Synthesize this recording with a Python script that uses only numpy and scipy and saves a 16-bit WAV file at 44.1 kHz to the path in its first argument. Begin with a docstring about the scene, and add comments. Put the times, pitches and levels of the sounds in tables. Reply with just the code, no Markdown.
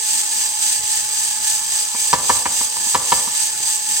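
"""A small drum coffee roaster runs on a porch table. From the start, vanes in the turning drum lift
the beans and spill them on the steel in even surges, over the whine and rush of the fan.
From 1.9 s a hand knocks on the plastic filling funnel: a light tap, a firm pair, lighter taps,
a second firm pair near 3 s, a last tap. Each rings the funnel and rumbles the table.
The roaster runs on to the end at 4 s."""
import sys
import numpy as np
from scipy import signal
from scipy.fft import rfft, irfft
from scipy.io import wavfile
from scipy.ndimage import uniform_filter1d

SR = 44100
rng = np.random.default_rng(int(sys.argv[2]) if len(sys.argv) > 2 else 0)


def output_pcm(signal):
    """Save a mono or channel-first signal as 16-bit PCM at the path in sys.argv[1].

    Samples are clipped to [-1, 1] before scaling.
    """
    pcm = np.clip(np.atleast_2d(signal).T, -1, 1) * 32767
    wavfile.write(sys.argv[1], SR, np.round(pcm).astype(np.int16))


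N = 176400

# one spill per vane: centre_s, level_db, length_s
BEAN_SPILLS = [(0.139, 0, 0.19), (0.407, -0.5, 0.18), (0.686, 1.5, .15), (0.941, .5, 0.16),
               (1.23, -1.5, 0.21), (1.507, 1.5, 0.14), (1.767, -0.5, .14), (2.06, 0, .16), (2.331, 1, .14),
               (2.588, 0, .14), (2.883, 0, .14), (3.148, 0.5, 0.19), (3.406, -0.5, .15), (3.691, -.5, .14),
               (3.958, -.5, 0.16)]
# EQ on the clicks as heard, with a narrow notch near 10.7 kHz that is not from the beans: freq_hz, gain_db
HEARD_EQ = [(100, -75), (700, -31.5), (1300, -24.5), (2000, -17.5), (2500, -15), (3000, -11.5),
            (3600, -11.5), (4300, -10), (5400, -11), (6400, -5.5), (7200, -5.5), (7700, -1.5), (8600, -2.5),
            (9100, -8.5), (9700, -12.5), (10250, -19), (10700, -37), (11200, -18.5), (12300, -18),
            (14000, -16.5), (16000, -19)]
# click balance: freq_hz, left_minus_right_db
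BEAN_PAN = [(1000, -0.5), (2200, -1.5), (3000, -3), (5000, 0), (5800, -1), (6700, 0.5), (8000, -3),
            (9000, -2), (9700, -3), (14000, -2)]
# steel drum modes: freq_hz, above_click_db, t60_s
DRUM_MODES = [(1735, 14, .05), (4778, 11, .06), (4937, 7, .05), (5640, 2, .04), (5748, 3, .04),
              (6183, 2, .05), (6360, 3, .03), (6680, 2, .04), (7010, 2, .04), (7597, 6, .05),
              (7770, 6, .03), (8303, 9, .06), (8512, 5, .05), (8720, 4, .04), (9572, 6, .04)]
# blows on the funnel: start_s, level_db, crack_db, crack_top_hz, thud_db, thud_pitch_hz
FUNNEL_KNOCKS = [(1.944, -17, -8, 1280, 6.5, 230), (2.130, 3, 2, 6500, 7, 150),
                 (2.2953, 2.5, -1.5, 5840, 2.5, 140), (2.456, -6, 5.5, 3200, 3.5, 295),
                 (2.608, -14, -10, 1700, 5, 250), (2.763, -18, -5, 1400, -23, 222),
                 (2.866, -24, -4, 1400, 13, 233), (2.9465, 1, 0.5, 5930, 5, 157),
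                 (3.1198, 1.5, 0.5, 5430, 4, 150), (3.273, -18.5, 1, 1400, 12, 225)]
# plastic funnel modes: freq_hz, level_db, t60_s
FUNNEL_MODES = [(275, -28.5, 0.073), (508.5, -20.5, 0.055), (586, -33, 0.08), (724, -30, 0.057),
                (911, -17, 0.036), (994.6, -9, 0.031), (990, -20, 0.019), (1136.6, -19, 0.034),
                (1410, -44, .018), (1738, -25, 0.078), (2200, -22, 0.025)]
# stereo phase of the knocks: freq_hz, left_lag_rad
KNOCK_LAG = [(0, 0), (200, .15), (500, .55), (1000, 1.15), (2000, 1.4), (3500, .9), (8000, .9)]
# fan and motor tones: pitch_hz, level_db, width_hz, left_lead_rad
FAN_TONES = [(120, -77, 4.3, 0.46), (317, -62.5, 1.7, -0.8), (467, -59, 17.5, -0.77),
             (740, -60.5, 10, -0.58), (847, -49, 65, -0.061), (910, -48.5, 14, -1.1),
             (1010, -58, 13, -0.056), (1706, -59, 25, -0.82)]
# air noise spectrum: freq_hz, gain_db
RUSH_SPECTRUM = [(15, -6), (35, -4), (60, 0), (110, 0.8), (200, -1.5), (400, -2), (600, -2), (750, 1.9),
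                 (880, 6), (1100, 3.5), (1400, 2), (2200, 0.8), (2900, -4), (4000, -1), (8000, -16),
                 (16000, -38)]
# air noise, left to right: freq_hz, correlation
RUSH_CORRELATION = [(50, .88), (200, 0.94), (450, 0.85), (800, 0.66), (1400, 0.031), (3000, 0.99)]
# early reflections: delay_s, gain_db
PORCH_ECHOES = [(0.0124, -14.5), (0.015, -17)]
# reverb decay: freq_hz, t60_s
PORCH_DECAY = [(60, 0.27), (200, 0.41), (600, 0.79), (1100, .34), (2000, 0.37), (8000, 0.18)]

BEANS_DB, TRICKLE_DB, SIZE_SPREAD_DB, CLUMP_DB, CLUMP_HZ = -18.5, -3.5, 1, 0.8, 57
BASE_HITS_PER_S, CLICK_T60_S, LEFT_LAG_S, DIRECT_SHARE = 7000, 0.0073, 0.00015, 0.3
RING_SPREAD, RING_RISE_S, SEAT_DELAY_S, SEAT_DB = 0.015, 0.0008, 0.0052, 5
CRACK_DB, CRACK_T60_S, CRACK_LOW_HZ = -18, 0.078, 830
THUD_DB, THUD_T60_S = -21, 0.04
RUMBLE_HZ, RUMBLE_DB, RUMBLE_T60_S, RUMBLE_RISE_S = 81, -37, 0.33, 0.014
WHINE_HZ, WHINE_DB, WHINE_WANDER, WHINE_FLUTTER_DB, WHINE_LEAD_RAD = 856.3, -41, 0.0026, 1.5, -1.03
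RUSH_DB, RUSH_PATCH_DB = -40.5, 3.5
TAIL_DB, TAIL_CORRELATION, FAR_WALL_S, FAR_WALL_DB = -14, 0.73, 0.047, 5
BINS_HZ = np.fft.rfftfreq(N, 1 / SR)


def bean_hits():
    """Signed impacts: rate and strength follow the spills, above a steady trickle."""
    t = np.arange(N) / SR
    spills = sum(amp(db) ** 2 * np.exp(-abs(2 * (t - centre_s) / length_s) ** 2.6)
                 for centre_s, db, length_s in BEAN_SPILLS)
    flow = amp(TRICKLE_DB) ** 2 + spills
    flow = flow / flow.mean() * amp(CLUMP_DB * drift(CLUMP_HZ)) ** 2
    lands = rng.random(N) < BASE_HITS_PER_S * np.sqrt(flow) / SR
    size = amp(SIZE_SPREAD_DB * np.minimum(rng.exponential(1, N), 3.5))
    return lands * flow ** 0.25 * size * rng.choice([-1, 1], N)


def beans_on_drum(spots=12):
    """Beans click on steel; each spot hit rings the drum modes with its own phases."""
    hits = bean_hits()
    spot = rng.integers(0, spots, N)
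    modes = np.array([amp(db) / (1 + 1j * (BINS_HZ - hz) * 2 * np.pi * t60_s / np.log(1000))
                      for hz, db, t60_s in DRUM_MODES], np.complex64)
    lag = np.exp(-2j * np.pi * BINS_HZ * LEFT_LAG_S)
    spectrum = 0
    for k in range(spots):
        click = rng.standard_normal((3, 512)) * decay(np.arange(512) / SR, CLICK_T60_S)
        click = rfft(click / np.linalg.norm(click, axis=1, keepdims=True), N)
        phasors = np.exp(2j * np.pi * rng.random((3, len(DRUM_MODES)))).astype(np.complex64)
        common, left, right = click + phasors @ modes
        direct = np.sqrt(DIRECT_SHARE) * np.array([common * lag, common])
        diffuse = np.sqrt(1 - DIRECT_SHARE) * np.array([left, right])
        spectrum = spectrum + rfft(hits * (spot == k)) * (direct + diffuse)
    pan_db = curve(BEAN_PAN, BINS_HZ) / 2
    eq = amp(curve(HEARD_EQ, BINS_HZ) + np.array([pan_db, -pan_db]))
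    return amp(BEANS_DB) * unit_rms(irfft(spectrum * eq, N))


def funnel_knocks():
    """Each blow gives ring, crack, thud and table rumble; the funnel bumps its seat and rings again."""
    t, out = np.arange(SR) / SR, np.zeros(N)
    for start_s, level_db, crack_db, crack_top_hz, thud_db, thud_hz in FUNNEL_KNOCKS:
        shifts = 1 + RING_SPREAD * (2 * rng.random(len(FUNNEL_MODES)) - 1)  # each blow lands elsewhere
        ring = sum(amp(db) * np.sin(2 * np.pi * hz * shift * t) * decay(t, t60_s)
                   for (hz, db, t60_s), shift in zip(FUNNEL_MODES, shifts))
        ring *= 1 - np.exp(-t / RING_RISE_S)
        thud = amp(THUD_DB + thud_db) * np.sin(2 * np.pi * thud_hz * t)
        thud *= decay(t, THUD_T60_S) * np.minimum(t * thud_hz, 1)
        crack = amp(CRACK_DB + crack_db) * band_noise(CRACK_LOW_HZ, crack_top_hz) * decay(t, CRACK_T60_S)
        rumble = amp(RUMBLE_DB) * band_noise(RUMBLE_HZ / 1.44, RUMBLE_HZ * 2)
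        rumble *= decay(t, RUMBLE_T60_S) * np.minimum(t / RUMBLE_RISE_S, 1)
        add(out, start_s, amp(level_db) * (ring + crack + thud + rumble))
        add(out, start_s + SEAT_DELAY_S, amp(level_db + SEAT_DB) * ring)
    return out


def fan_whine():
    """Wavering blade tone among fainter, fuzzier fan and motor tones."""
    t = np.arange(N) / SR
    phase = 2 * np.pi * np.cumsum(WHINE_HZ * (1 + WHINE_WANDER * drift(17.6))) / SR
    flutter = amp(WHINE_FLUTTER_DB * drift(11))
    out = amp(WHINE_DB) * unit_rms(flutter * np.cos([phase + WHINE_LEAD_RAD, phase]))
    for hz, db, width_hz, lead_rad in FAN_TONES:
        tone = (drift(width_hz / 2) + 1j * drift(width_hz / 2)) * np.exp(2j * np.pi * hz * t)
        out += amp(db) * np.array([tone * np.exp(1j * lead_rad), tone]).real
    return out


def fan_rush():
    """Moving air: broad noise with drifting spectral patches."""
    frames = dict(nperseg=2048, noverlap=1536)
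    hz, _, noise = signal.stft(rng.standard_normal((2, N)), SR, **frames)
    patches = uniform_filter1d(rng.standard_normal(noise[0].shape), size=10, axis=0)
    patches = unit_rms(uniform_filter1d(patches, size=7, axis=1))
    air = stereo(*noise, curve(RUSH_CORRELATION, hz)[:, None])
    air *= amp(curve(RUSH_SPECTRUM, hz)[:, None] + RUSH_PATCH_DB * patches)
    return amp(RUSH_DB) * unit_rms(signal.istft(air, **frames)[1][:, :N])


def porch(x):
    """Direct sound, near reflections and a short tail that swells as the far wall answers."""
    near = x.copy()
    for delay_s, db in PORCH_ECHOES:
        add(near, delay_s, amp(db) * x)
    hz, t, noise = signal.stft(rng.standard_normal((2, SR)), SR, nperseg=256)
    far_wall = amp(FAR_WALL_DB * np.clip((t - FAR_WALL_S) / 0.0027 + 1, 0, 1))
    envelope = np.minimum(t / 0.0067, 1) * far_wall * decay(t, curve(PORCH_DECAY, hz)[:, None])
    tail = signal.istft(noise * envelope, SR, nperseg=256)[1]
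    tail = stereo(*tail, TAIL_CORRELATION) / np.linalg.norm(tail[0])
    left = irfft(rfft(near) * np.exp(-1j * curve(KNOCK_LAG, BINS_HZ)), N)
    return np.array([left, near]) + amp(TAIL_DB) * signal.fftconvolve(x[None], tail, axes=1)[:, :N]


def amp(db):
    """dB to gain."""
    return 10 ** (np.asarray(db) / 20)


def unit_rms(x):
    """Scale to rms 1."""
    return x / np.sqrt(np.mean(x ** 2) + 1e-20)


def curve(points, hz):
    """Table lookup, log-frequency axis."""
    freq_hz, value = np.transpose(points)
    return np.interp(np.log(hz + 1), np.log(freq_hz + 1), value)


def add(mix, start_s, sound):
    """Mix in place at start_s."""
    part = mix[round(start_s * SR):][:len(sound)]
    part += sound[:len(part)]


def decay(t, t60_s):
    """Exponential fall, 60 dB per t60_s."""
    return np.exp(-np.log(1000) * t / t60_s)


def drift(cutoff_hz):
    """Slow random motion, rms 1."""
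    return unit_rms(irfft(rfft(rng.standard_normal(N)) / np.sqrt(1 + (BINS_HZ / cutoff_hz) ** 4), N))


def stereo(a, b, correlation):
    """Correlated channels from two independent signals."""
    mid, side = a * np.sqrt((1 + correlation) / 2), b * np.sqrt((1 - correlation) / 2)
    return np.array([mid + side, mid - side])


def band_noise(low_hz, high_hz):
    """1 s of band-passed noise, rms 1."""
    band = signal.butter(3, [low_hz, high_hz], "band", fs=SR, output="sos")
    return unit_rms(signal.sosfilt(band, rng.standard_normal(SR)))


def scene():
    """Running roaster plus knocks echoing on the porch."""
    return beans_on_drum() + fan_whine() + fan_rush() + porch(funnel_knocks())


def record(dry):
    """Low cut, soft peak ceiling, band limit."""
    low_cut_hz, ceiling, top_hz = 31, 0.97, 16000
    cut = signal.sosfilt(signal.butter(4, low_cut_hz, "high", fs=SR, output="sos"), dry)
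    limited = cut / (1 + (cut / ceiling) ** 8) ** (1 / 8)
    lowpass = signal.firwin(511, top_hz, window=("kaiser", 9), fs=SR)
    return signal.oaconvolve(limited, lowpass[None], "same")


dry = scene()
out = record(dry)
output_pcm(out)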